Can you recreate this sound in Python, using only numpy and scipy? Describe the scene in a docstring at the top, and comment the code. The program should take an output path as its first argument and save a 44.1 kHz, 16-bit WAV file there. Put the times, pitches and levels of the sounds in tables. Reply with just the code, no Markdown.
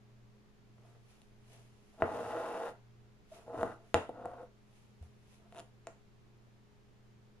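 """Close-up hand embroidery on cotton stretched in a hoop, over an appliance's low hum in a small room.
First fingers brush the cloth and the needle pricks it lightly. From 2 s the thread is drawn through in
three pulls, rasping as it slips; the taut cloth, a small drum, snaps when the needle's eye or a loop
pops through, hardest just before the third pull at 4.1 s. The fingers brush again, at 5.5 s the needle
pierces the weave, and one last prick leaves only the hum and the room."""
import sys
import numpy as np
from scipy import signal
from scipy.fft import rfft, irfft
from scipy.io import wavfile

SR = 44100
rng = np.random.default_rng(int(sys.argv[2]) if len(sys.argv) > 2 else 0)


def unload_audio(sound):
    """Save the sound as a 16-bit wav file, at the path given as the first command line argument."""
    columns = np.transpose(np.atleast_2d(sound))
    # keep every value between -1 and 1, then stretch to whole-number steps
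    steps = np.round(np.clip(columns, -1, 1) * 32767)
    wavfile.write(sys.argv[1], SR, steps.astype(np.int16))


N = 326340
T = np.arange(N) / SR
HZ = np.fft.rfftfreq(N, 1 / SR)


# The arm speeds up, then eases off: (start [s], fastest [s], stop [s], top rasp [dB], build-up [dB],
# ease-off [dB], brightness [dB], brightening [dB/s], hoop tug [dB], slackening [dB/s], hiss [dB])
PULLS = [(2.008, 2.15, 2.684, -39, 4, 1.5, -.5, 2, -8.5, 38, -61.5),
         (3.470, 3.612, 3.728, -39.3, 12.5, 12.5, -8.5, 68, -8.5, 2, -62),
         (4.09, 4.26, 4.430, -49, 9, 2.5, 1.5, -5, -5, 40, -78.5)]
# How the thread sits in each pull: (rasp shelf edge [Hz], shelf gain [dB], ring in the hiss [dB])
THREAD_GRIPS = [(1300, 0, -13), (2195, -5.5, 10), (1650, -4.5, -11)]
# Tone of the slipping thread, the tugged hoop and the fibres: (frequency [Hz], level [dB])
RASP_EQ = [(100, -31), (250, -14.5), (400, -4), (470, -2.3), (680, 1.5), (900, -6), (1150, -10.5),
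           (1420, -14), (1700, -18.5), (2200, -28), (3200, -32), (4500, -39), (9000, -53), (14000, -66)]
TUG_EQ = [(30, -29), (80, 2.5), (140, -8), (240, 2), (400, -3.5), (900, -59.5)]
FIBRE_EQ = [(800, -15.5), (2500, 3), (4000, -1.5), (5500, -0.5), (7000, -3.5), (8300, -5), (9600, 1.5),
            (11000, -4), (12500, -11.5), (15000, -18)]

def thread_pulls(attack_s=.027, release_s=.033, bright_hz=1100, trim_db=-1, room_db=-7,
                 hiss_build_db=7, hiss_sag=.8, hiss_linger_s=.012, hiss_release_s=.05):
    """Twisted thread slips through the weave and drives the cloth; its fibres hiss at the hole."""
    friction = tint(stick_slip(per_s=750, spread_db=3, smooth=.4), RASP_EQ) * amp(1.26 * drift(18))
    tug = tint(rng.standard_normal(N), TUG_EQ)
    fibres = tint(stereo(rng.standard_normal((2, N)), DIFFUSE_IMAGE), FIBRE_EQ) * amp(1.3 * drift(120))
    body, hiss = np.zeros(N), np.zeros((2, N))
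    for pull, (edge_hz, shelf_db, ring_db) in zip(PULLS, THREAD_GRIPS):
        start, fastest, stop, db, build_db, ease_db = pull[:6]
        bright_db, brightening, tug_db, slackening, hiss_db = pull[6:]
        age, trip_ms = np.clip(T, start, stop) - start, round_trip_ms(fastest)
        slow = np.interp(T, [start, fastest], [1, 0])
        eased = np.interp(T, [fastest, stop], [0, 1])

        shelf = 1 + (amp(shelf_db) - 1) * (1 - lowpass(HZ, edge_hz, 16))
        rasp = unit(cloth(irfft(rfft(friction) * shelf, N), trip_ms))
        treble = irfft(rfft(rasp) * (1 - lowpass(HZ, bright_hz, 6)), N)
        rasp += (amp(bright_db + brightening * age) - 1) * treble
        drive = rasp + amp(tug_db - slackening * age) * tug
        moving = swell(start, attack_s, release_s, stop - start)
        body += moving * amp(db - build_db * slow - ease_db * eased) * drive

        # The loose end still hisses through the hole after the tension is gone.
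        hissing = swell(start, attack_s, hiss_release_s, stop - start + hiss_linger_s)
        hiss_gain = amp(hiss_db - (build_db + hiss_build_db) * slow - hiss_sag * ease_db * eased)
        ringing = unit(np.array([cloth(side, trip_ms) for side in fibres]))
        hiss += hissing * hiss_gain * unit(fibres + amp(ring_db) * ringing)
    return amp(trim_db) * (close_mics(body) + amp(room_db) * room(body)) + hiss


# Snags letting go: (time [s], level [dB], sharpness [Hz], needle tick [dB], boom [dB], cloth ring [dB])
SNAPS = [(2.0220, -12.3, 2080, -35, -19, -8), (2.478, -35, 1000, -18, -30, -2),
         (3.544, -32, 900, -20, -33, 0), (3.5770, -30.5, 1000, -14, -16, -5),
         (3.6120, -28, 1420, -13, -32, -18), (3.6309, -18, 1700, -13, -25, -19),
         (3.9435, -7, 5000, -1.5, -19, -35), (4.0926, -28, 784, -19, -39, 1.5),
         (4.2563, -30, 1150, -6, -22, 5.5), (4.432, -44, 1500, -10, -30, -3)]

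def thread_snaps():
    """The thread snags the cloth and pops free; a harder snap is wetter."""
    return sum(cloth_hit(s, db, sharp_hz, tick_db, boom_db, ring_db, room_db=-3.8 + .2 * db)
               for s, db, sharp_hz, tick_db, boom_db, ring_db in SNAPS)


# Needle touches: (time [s], level [dB], sharpness [Hz], needle tick [dB], cloth ring [dB])
PRICKS = [(0.7825, -56, 2500, -6, -20), (0.950, -57.5, 2000, -10, -12), (1.2178, -50.5, 1900, 18, -34),
          (5.0267, -53.5, 2000, 6, -3), (5.5243, -44.5, 3300, 3, -5.5), (5.8705, -31.8, 3300, 6, -7.5)]

def needle_pricks():
    """The point is too light to move the cloth far: thin ticks with hardly any low end."""
    return sum(cloth_hit(s, db, sharp_hz, tick_db, -42, ring_db, room_db=-5.5, low_cut_hz=350)
               for s, db, sharp_hz, tick_db, ring_db in PRICKS)


def needle_piercing(start_s=5.548, length_s=.053, jitter_s=.0006, strands=8):
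    """The needle slips past strand after strand: faster, louder and sharper as it goes in."""
    depth = np.linspace(0, 1, strands) ** .8
    times = start_s + length_s * depth + jitter_s * rng.standard_normal(strands)
    return sum(cloth_hit(s, db=-43.5 + 5.5 * d, sharp_hz=2600, tick_db=4 + 8.5 * d,
                         boom_db=-24, ring_db=-9.5, room_db=-7.5) for s, d in zip(times, depth))


# Tone of one hit: (frequency [Hz], level [dB])
HIT_EQ = [(30, -38), (120, -10), (300, -0.5), (650, 5), (1300, -6.5), (2100, -12), (3200, -14.5),
          (4300, -22), (5800, -28), (7200, -27.5), (8300, -28.5), (9500, -20.5), (12000, -40),
          (15000, -50.5)]
# Low drum modes of the whole hoop: (frequency [Hz], level [dB], t60 [s])
DRUM_MODES = [(88, -2.5, 0.16), (162, -11, 0.16), (239.5, -3.5, 0.12), (349.7, -6.5, 0.14)]

def cloth_hit(s, db, sharp_hz, tick_db, boom_db, ring_db, room_db, low_cut_hz=0,
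              size=16384, tick_s=.0006, ring_t60=.042):
    """One release kicks the cloth: a pulse with a gritty steel tick, a brief ring, a boom and reverb."""
    hz, t = np.fft.rfftfreq(size, 1 / SR), np.arange(size) / SR
    trip_ms = round_trip_ms(s)
    colour = amp(read(HIT_EQ, hz)) / np.sqrt(1 + (low_cut_hz / (hz + 1)) ** 6)
    soft = lowpass(hz, sharp_hz, 8)  # crossover: pulse below, tick above
    pulse = impulse(colour * np.sqrt(soft))
    click = impulse(colour * np.sqrt(1 - soft) * hz / (hz + 1500))
    grit = rng.standard_normal(size) * np.exp(-t / tick_s)
    tick = signal.fftconvolve(click, grit / np.linalg.norm(grit))[:size]
    hit = cloth(pulse + amp(tick_db) * tick, trip_ms)
    hit /= abs(hit).max()

    onset = 1 - np.exp(-(t / .003) ** 2)  # the modes take a moment to build up
    ring_hz = 3500 / trip_ms  # three and a half cycles a round trip
    ring = amp(ring_db - 60 * t / ring_t60) * np.cos(2 * np.pi * ring_hz * t)
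    boom = sum(amp(level - 60 * t / t60) * np.cos(2 * np.pi * f * t) for f, level, t60 in DRUM_MODES)
    direct = hit + onset * (ring + amp(boom_db) * boom)
    fader = amp(db) * np.minimum(np.linspace(10, 0, size), 1)
    return close_mics(place(s, fader * direct)) + place(s, fader * amp(room_db) * room(hit))


# How much of a wave the hoop sends back: (frequency [Hz], share [0-1])
RIM_REFLECTION = [(100, 0.4), (280, 0.1), (470, 0.57), (670, 0.53), (900, 0.33), (1400, 0), (2500, 0.14)]
# Narrow resonances of hoop and needle: (frequency [Hz], width [Hz], boost [dB])
RESONANCES = [(1380, 110, 6), (1934, 77, 6), (2760, 256, 6.5), (3680, 150, 6.5), (7020, 750, 7.5),
              (9500, 1300, 3)]

def cloth(x, trip_ms):
    """Waves cross the cloth and return inverted, again and again: a hollow comb with narrow rings."""
    hz = np.fft.rfftfreq(len(x), 1 / SR)
    returned = np.clip(read(RIM_REFLECTION, hz), 0, .9) * np.exp(-2j * np.pi * hz * trip_ms / 1000)
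    peaks = [1 + (amp(db) - 1) / (1 + 2j * (hz - f) / width) for f, width, db in RESONANCES]
    return irfft(rfft(x) * np.prod(peaks, axis=0) / (1 + returned), len(x))


# How taut the cloth is held: (time [s], wave round trip [ms])
TAUTNESS = [(2.3, 5.33), (3.9, 5.33), (4.2, 5.0), (5.6, 5.0), (5.87, 5.2)]

def round_trip_ms(s):
    """A wave's trip across the cloth and back at time s; tauter is quicker."""
    return np.interp(s, *np.transpose(TAUTNESS))


# Strokes over the cloth: (crest [s], 20 dB rise [s], 20 dB fall [s], level [dB])
STROKES = [(0.87, .15, .3, -78), (1.105, .07, .24, -73), (1.53, .11, .22, -68), (1.94, .5, 0.9, -78),
           (3.345, .075, .18, -65.5), (3.895, .2, 0.2, -78), (4.768, .16, .27, -75),
           (5.028, .015, 0.1, -75), (5.345, .2, .11, -71.5), (5.60, 0.11, .04, -67)]
# Tone of skin on cloth: (frequency [Hz], level [dB])
BRUSH_EQ = [(150, -9.5), (420, 4.5), (800, 5), (1500, -1), (2600, 5), (4200, -2), (6500, -1), (8300, -5),
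            (10300, -1), (12500, -11.5), (15000, -33)]

def finger_brushes(trim_db=4):
    """Skin and loose thread brush the weave in soft, grainy swells."""
    grain = np.array([stick_slip(per_s=1200, spread_db=5, smooth=1.2) for _ in range(2)])
    envelope = sum(amp(db) * swell(s, rise, fall) for s, rise, fall, db in STROKES)
    return amp(trim_db) * envelope * tint(stereo(grain, DIFFUSE_IMAGE), BRUSH_EQ)


# Short cloth rustles: (time [s], length [s], level [dB])
RUSTLES = [(0.77, 0.23, -69), (1.413, .26, -73), (1.915, .07, -71), (3.29, 0.18, -61.5), (3.73, 0.16, -68),
           (3.95, .12, -49), (5.364, 0.15, -70.5), (5.534, 0.074, -57.5)]

def cloth_rustles(room_db=-1.5):
    """The cloth creases and rustles, loudest as it shakes just after the hardest snap."""
    envelope = sum(place(s, amp(db) * signal.windows.tukey(round(length * SR), .8))
                   for s, length, db in RUSTLES)
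    creases = stick_slip(per_s=400, spread_db=4.5, smooth=.6)
    rustle = envelope * unit(cloth(tint(creases, RASP_EQ), trip_ms=3.7))
    return rustle + amp(room_db) * room(rustle)


# Soft bumps: (time [s], level [dB], pitch [Hz], attack [s], t60 [s])
NUDGES = [(3.316, -35.5, 639, 0.0062, 0.06), (5.009, -38, 79, 0.0057, 0.19)]

def fingertip_nudges():
    """A soft fingertip sets one mode swinging, without any click."""
    out, t = np.zeros(N), np.arange(SR // 2) / SR
    for s, db, hz, attack, t60 in NUDGES:
        envelope = amp(db - 60 * t / t60) * (1 - np.exp(-(t / attack) ** 2))
        out += place(s, envelope * np.sin(2 * np.pi * hz * t))
    return out


# Fainter tones above the motors' drone: (frequency [Hz], level [dB])
HUM_TONES = [(209.9, -71.5), (355.3, -83.5), (414.5, -77.5)]
# The second motor's fader, relative to the first: (time [s], level [dB])
SECOND_MOTOR = [(0, -1.5), (3.1, -1.5), (4.2, -12), (7.4, -9)]

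def appliance_hum(motor_hz=119, motor_db=-66.7, beat_s=.695, crest_s=.165, waver_db=1.76, wander_rad=.12):
    """Two motors, almost in tune, beat slowly under fainter wavering tones."""
    phase = 2 * np.pi * motor_hz * T + wander_rad * drift(7.4)
    beat = 2 * np.pi * (T - crest_s) / beat_s
    second_gain = amp(np.interp(T, *np.transpose(SECOND_MOTOR)))
    drone = amp(motor_db) * (np.sin(phase) + second_gain * np.sin(phase - beat))
    tones = sum(amp(db + waver_db * drift(4)) * np.sin(2 * np.pi * hz * T + wander_rad * drift(5))
                for hz, db in HUM_TONES)
    return np.sqrt(2) * (drone + tones)


# Stereo image of reverb, hiss and brushing: (frequency [Hz], left-right correlation [-1 to 1])
DIFFUSE_IMAGE = [(100, 0.64), (600, 0.89), (1400, 0.09), (3000, -0.22), (7000, -0.21)]
# Reverb decay: (frequency [Hz], t60 [s])
REVERB_T60 = [(100, .35), (400, 0.2), (1000, 0.26), (2800, 0.3), (7500, 0.3), (14000, 0.41)]
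# Reverb tone: (frequency [Hz], level [dB])
REVERB_EQ = [(80, 2), (400, 1), (900, -2), (2000, -3.5), (4000, -7.5), (10000, -5.5)]

def room(x, rise_s=.0065):
    """Small-room reverb: dense reflections, each band dying at its own speed."""
    noise = stereo(rng.standard_normal((2, SR // 2)), DIFFUSE_IMAGE)
    hz, t, bands = signal.stft(noise, SR, nperseg=256)
    bands *= amp(read(REVERB_EQ, hz)[:, None] - 60 * t / read(REVERB_T60, hz)[:, None])
    tail = signal.istft(bands, SR, nperseg=256)[1]
    tail *= 1 - np.exp(-(np.arange(tail.shape[1]) / SR / rise_s) ** 2)
    return signal.fftconvolve(x[None], tail / np.linalg.norm(tail[0]), axes=1)[:, :len(x)]


# Colour of the room tone: (frequency [Hz], level [dB])
AIR_EQ = [(20, -1), (60, -5.5), (110, -7.5), (200, -9), (300, -13.5), (430, -16), (560, -18.5), (1000, -22),
          (2000, -26), (4000, -31.5), (7000, -36), (8300, -43), (9600, -42), (14500, -48)]
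# Its stereo image: (frequency [Hz], left-right correlation [-1 to 1])
AIR_IMAGE = [(30, 0.21), (200, 0.025), (600, 0.39), (1400, 0), (3000, 0.18), (12000, 0)]

def room_tone(db=-64.5):
    """The quiet room's steady bed of dark, wide noise."""
    return amp(db) * tint(stereo(rng.standard_normal((2, N)), AIR_IMAGE), AIR_EQ)


def stick_slip(per_s, spread_db, smooth):
    """Tiny releases of uneven size over a bed of smooth friction."""
    size = amp(spread_db * np.clip(rng.standard_normal(N), -2, 2))
    clicks = size * (rng.random(N) < per_s / SR)
    return unit(unit(clicks - clicks.mean()) + smooth * rng.standard_normal(N))


def close_mics(x, lean_db=.5, treble_lean_db=.6, lead_rad=1.5, treble_hz=3300):
    """A near sound reaches the left microphone a little sooner and, most of all in the treble, louder."""
    treble = np.tanh(np.fft.rfftfreq(len(x), 1 / SR) / treble_hz)
    left = amp(lean_db + treble_lean_db * treble)
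    right = np.exp(-1j * lead_rad * treble) / left
    return irfft(rfft(x) * np.array([left, right]), len(x))


def stereo(two, image):
    """Makes two unrelated signals partly alike, band by band."""
    a, b = rfft(two)
    same = np.clip(read(image, np.fft.rfftfreq(two.shape[1], 1 / SR)), -1, 1)
    return irfft(np.array([a, same * a + np.sqrt(1 - same ** 2) * b]), two.shape[1])


def swell(s, rise, fall, hold=0):
    """Envelope that climbs to 1 at time s, holds and dies; rise and fall are seconds per 20 dB."""
    return 10 ** (np.minimum(T - s, 0) / rise - np.maximum(T - s - hold, 0) / fall)


def drift(rate_hz):
    """Smooth random modulation at rms 1."""
    return unit(irfft(rfft(rng.standard_normal(N)) * np.exp(-(HZ / rate_hz) ** 2), N))


def impulse(gain):
    """The tightest (minimum-phase) impulse with this spectrum."""
    log_gain = np.log(np.maximum(gain, 1e-5))
    mirrored = np.concatenate([log_gain, log_gain[-2:0:-1]])
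    return np.fft.ifft(np.exp(np.conj(signal.hilbert(mirrored)))).real


def lowpass(hz, edge_hz, steepness):
    """Roll-off curve from 1 to 0, halfway at the edge."""
    return 1 / (1 + (hz / edge_hz) ** steepness)


def tint(x, eq):
    """Applies an EQ curve and scales to rms 1."""
    return unit(irfft(rfft(x) * amp(read(eq, HZ)), N))


def read(curve, hz):
    """Reads a curve on a log-frequency axis."""
    f, value = np.transpose(curve)
    return np.interp(np.log(hz + 1), np.log(f + 1), value)


def place(s, sound):
    """Lays a sound on an empty track at time s."""
    track = np.zeros(sound.shape[:-1] + (N,))
    slot = track[..., round(s * SR):][..., :sound.shape[-1]]
    slot += sound[..., :slot.shape[-1]]
    return track


def amp(db):
    """Decibels to gain."""
    return 10 ** (np.asarray(db) / 20)


def unit(x):
    """Scales to rms 1."""
    return x / np.sqrt(np.mean(x ** 2) + 1e-20)


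def scene():
    """Thread and needle up front, fingers and rustles under them, hum and room tone behind."""
    stitching = thread_snaps() + needle_pricks() + needle_piercing() + thread_pulls()
    texture = finger_brushes() + cloth_rustles() + fingertip_nudges()
    return stitching + texture + appliance_hum() + room_tone()


def record(dry, cutoff_hz=15250):
    """A steep high cut on the whole mix."""
    high_cut = signal.firwin(511, cutoff_hz, window=("kaiser", 9), fs=SR)
    return signal.oaconvolve(dry, high_cut[None], "same")


dry = scene()
out = record(dry)
unload_audio(out)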